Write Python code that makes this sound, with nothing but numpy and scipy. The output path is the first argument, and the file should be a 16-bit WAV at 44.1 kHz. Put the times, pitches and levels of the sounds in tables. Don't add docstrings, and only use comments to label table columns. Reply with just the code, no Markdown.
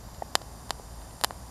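import sys
import numpy as np
from scipy import signal
from scipy.fft import rfft, irfft
from scipy.io import wavfile
from scipy.ndimage import uniform_filter1d

SR = 44100
rng = np.random.default_rng(int(sys.argv[2]) if len(sys.argv) > 2 else 0)


def store_pcm(level_fs):
    pcm = np.round(np.clip(level_fs, -1, 1) * 32767).astype(np.int16)
    wavfile.write(sys.argv[1], SR, np.atleast_2d(pcm).T)


N = 66150


def amp(db):
    return 10 ** (np.asarray(db) / 20)


def unit(x):
    return x / np.sqrt(np.mean(x ** 2) + 1e-20)


def spectrum(points, hz):
    point_hz, db = np.transpose(points)
    return np.interp(np.log(hz + 1), np.log(point_hz + 1), db)


def bumps(rows, hz):
    return sum(db / (1 + (2 * (hz - center_hz) / width_hz) ** 2) for center_hz, width_hz, db in rows)


def envelope(points, t):
    return amp(np.interp(t, *np.transpose(points)))


def drift(seconds):
    size = max(int(seconds * SR), 2)
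    once = uniform_filter1d(rng.standard_normal(N), size)
    return unit(uniform_filter1d(once, size))


def noise(db):
    white = rng.standard_normal(N)
    return unit(irfft(rfft(white) * amp(db), N))


def causal(gain):
    log_gain = np.log(np.maximum(gain, 1e-5))
    circle = np.concatenate([log_gain, log_gain[-2:0:-1]])
    return np.exp(np.conj(signal.hilbert(circle)))[:len(gain)]


def add(mix, start_s, sound):
    part = mix[round(start_s * SR):][:len(sound)]
    part += sound[:len(part)]


# frequency in Hz, relative density in dB.
FLAME_SHAPE = [(200, -11.5), (450, -3), (700, 0.5), (1050, -1.5), (1350, -9.5), (1750, -11), (2300, -18.5),
               (3400, -20), (4800, -15.5), (8200, -18.5), (12000, -22.5), (14500, -21.5), (15100, -34),
               (15600, -61)]
# center in Hz, width in Hz, height in dB.
NOZZLE_RESONANCES = [(3090, 170, 3.5), (3660, 78, 7.5), (4840, 480, 6.5), (5790, 240, 6), (7270, 980, 8.5),
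                     (7940, 400, -9), (9330, 1040, 8), (11250, 540, 10), (12400, 400, -7),
                     (12700, 970, 4.5)]
# time in seconds, gain in dB.
HISS_GAIN = [(0, -4.5), (.37, -2.5), (.55, 2), (.95, 2), (1.2, 4.5), (1.5, .2)]
FLAME_DB = -50
HISS_HZ, HISS_WIDTH_HZ = 9440, 2100


def torch():
    hz, t = np.fft.rfftfreq(N, 1 / SR), np.arange(N) / SR
    flame = noise(spectrum(FLAME_SHAPE, hz) + bumps(NOZZLE_RESONANCES, hz))
    hiss_band = np.exp(-(2 * (hz - HISS_HZ) / HISS_WIDTH_HZ) ** 2)
    hiss = irfft(rfft(flame) * hiss_band, N)
    roar = flame - hiss
    return amp(FLAME_DB) * (roar + hiss * envelope(HISS_GAIN, t))


# frequency in Hz, relative density in dB.
RUMBLE_SHAPE = [(10, -23), (25, -4), (42, -2), (70, 5), (95, -1), (160, -1.5), (220, -6), (330, -12.5),
                (600, -32), (2000, -55)]
# time in seconds, rms level in dB.
HUM_LEVEL = [(0, -47.5), (.08, -45.5), (.2, -56), (.33, -61), (.45, -47.5), (.8, -51), (.99, -43.5),
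             (1.25, -61), (1.4, -47), (1.5, -49.5)]
RUMBLE_DB, OCTAVE_DB = -48.5, -58
HUM_HZ, HUM_WAVER_RATIO, HUM_WAVER_S = 56.13, 0.0345, .08


def outdoors():
    hz, t = np.fft.rfftfreq(N, 1 / SR), np.arange(N) / SR
    pitch_hz = HUM_HZ * (1 + HUM_WAVER_RATIO * drift(HUM_WAVER_S))
    phase = 2 * np.pi * np.cumsum(pitch_hz) / SR
    fundamental = envelope(HUM_LEVEL, t) * np.sin(phase)
    octave = amp(OCTAVE_DB) * np.sin(2 * phase)
    rumble = amp(RUMBLE_DB) * noise(spectrum(RUMBLE_SHAPE, hz))
    return np.sqrt(2) * (fundamental + octave) + rumble


# frequency in Hz, gain in dB.
BURST_COLOUR = [(40, -31), (150, -0.5), (400, 8.5), (850, 12.5), (1500, 8.5), (2700, 4), (4200, 11.5),
                (5000, 11), (5600, 0), (8500, 2), (11500, 6), (13500, 1), (15000, -11), (16000, -21)]
# center in Hz, width in Hz, height in dB.
BODY_RESONANCES = [(762, 82, 2), (1746, 170, 3.5), (2210, 145, -8.5), (2455, 110, -13.5), (3063, 210, 7),
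                   (3220, 83, -15), (3650, 124, 3), (3810, 110, -9), (4430, 140, -4), (6420, 120, -6),
                   (7280, 490, 6.5), (8950, 500, -10.5), (9840, 350, 5.5), (12300, 240, -9)]
SMEAR_HZ, SMEAR_WIDTH_HZ = 5000, 3300
PUFF_SLOPE, CRACK_SLOPE = 1.68, 3.5


def pop(crack_db, corner_hz, puff_db, puff_hz, puff_sharpness, size=4096):
    hz = np.fft.rfftfreq(size, 1 / SR) + 1e-3
    crack = amp(crack_db) / np.hypot(1, (hz / corner_hz) ** CRACK_SLOPE)
    detune = puff_sharpness * (hz / puff_hz - puff_hz / hz)
    puff = amp(puff_db) / np.hypot(1, detune) ** (2 * PUFF_SLOPE)
    colour = amp(spectrum(BURST_COLOUR, hz) + bumps(BODY_RESONANCES, hz))
    smear = np.exp(-2j * np.arctan2(hz * SMEAR_WIDTH_HZ, SMEAR_HZ ** 2 - hz ** 2))
    click = irfft(causal(np.hypot(crack, puff) * colour) * smear ** 2)
    return click[:size // 2]


# start in seconds, crack level in dB before colour, crack treble corner in Hz,
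# puff level in dB before colour, puff center in Hz, puff sharpness (no unit).
BURSTS = [(0.1466, -31.5, 9000, -42, 900, .6), (0.3538, 4.5, 8800, 3, 670, 0.7),
          (0.4157, -33, 6000, -13.5, 547, 0.65), (0.4187, -27.5, 10000, -25, 900, 0.55),
          (0.6947, -26, 14000, -22, 800, 0.94), (.7067, -4.4, 8500, -.5, 825, .95),
          (.7970, -40, 3000, -8, 455, .75), (1.0183, -30.5, 4500, -27.5, 1390, 0.76),
          (1.1100, -32.5, 7000, -34, 900, .6), (1.2125, -19.5, 14000, -10.5, 560, 0.9),
          (1.2382, -0.96, 11500, 0, 1010, 1), (1.2455, 1, 14500, 2, 890, 1),
          (1.3078, -27.5, 11100, -7, 690, .38)]
BLIP_START_S = .2214


def eggs():
    out = np.zeros(N)
    for start_s, *burst in BURSTS:
        add(out, start_s, pop(*burst))
    add(out, BLIP_START_S, blip())
    return out


GARDEN_DB, GARDEN_T60_S = -16.5, 0.025


def garden(x):
    t = np.arange(SR // 2) / SR
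    tail = rng.standard_normal(len(t)) * np.exp(-np.log(1000) * t / GARDEN_T60_S)
    return amp(GARDEN_DB) * signal.fftconvolve(x, tail / np.linalg.norm(tail))[:N]


BLIP_DB, BLIP_SWELL_S = -19.5, 0.0016
BLIP_HZ, BLIP_RISE_HZ_PER_S = 569, 67500
BLIP_OVERTONE_HZ, BLIP_OVERTONE_DB = 1880, -22


def blip():
    t = np.arange(SR // 50) / SR
    swell = (t / BLIP_SWELL_S * np.exp(1 - t / BLIP_SWELL_S)) ** 2
    pitch_hz = BLIP_HZ + BLIP_RISE_HZ_PER_S * t
    ring = np.sin(2 * np.pi * np.cumsum(pitch_hz) / SR)
    overtone = amp(BLIP_OVERTONE_DB) * np.sin(2 * np.pi * BLIP_OVERTONE_HZ * t)
    return amp(BLIP_DB) * swell * (ring + overtone)


def scene():
    bursts = eggs()
    return (bursts + garden(bursts) + torch() + outdoors())[None]


EDGE_HZ = 16500


def record(dry):
    lowpass = signal.firwin(511, EDGE_HZ, window=("kaiser", 9), fs=SR)
    return signal.oaconvolve(dry, lowpass[None], "same")


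dry = scene()
out = record(dry)
store_pcm(out)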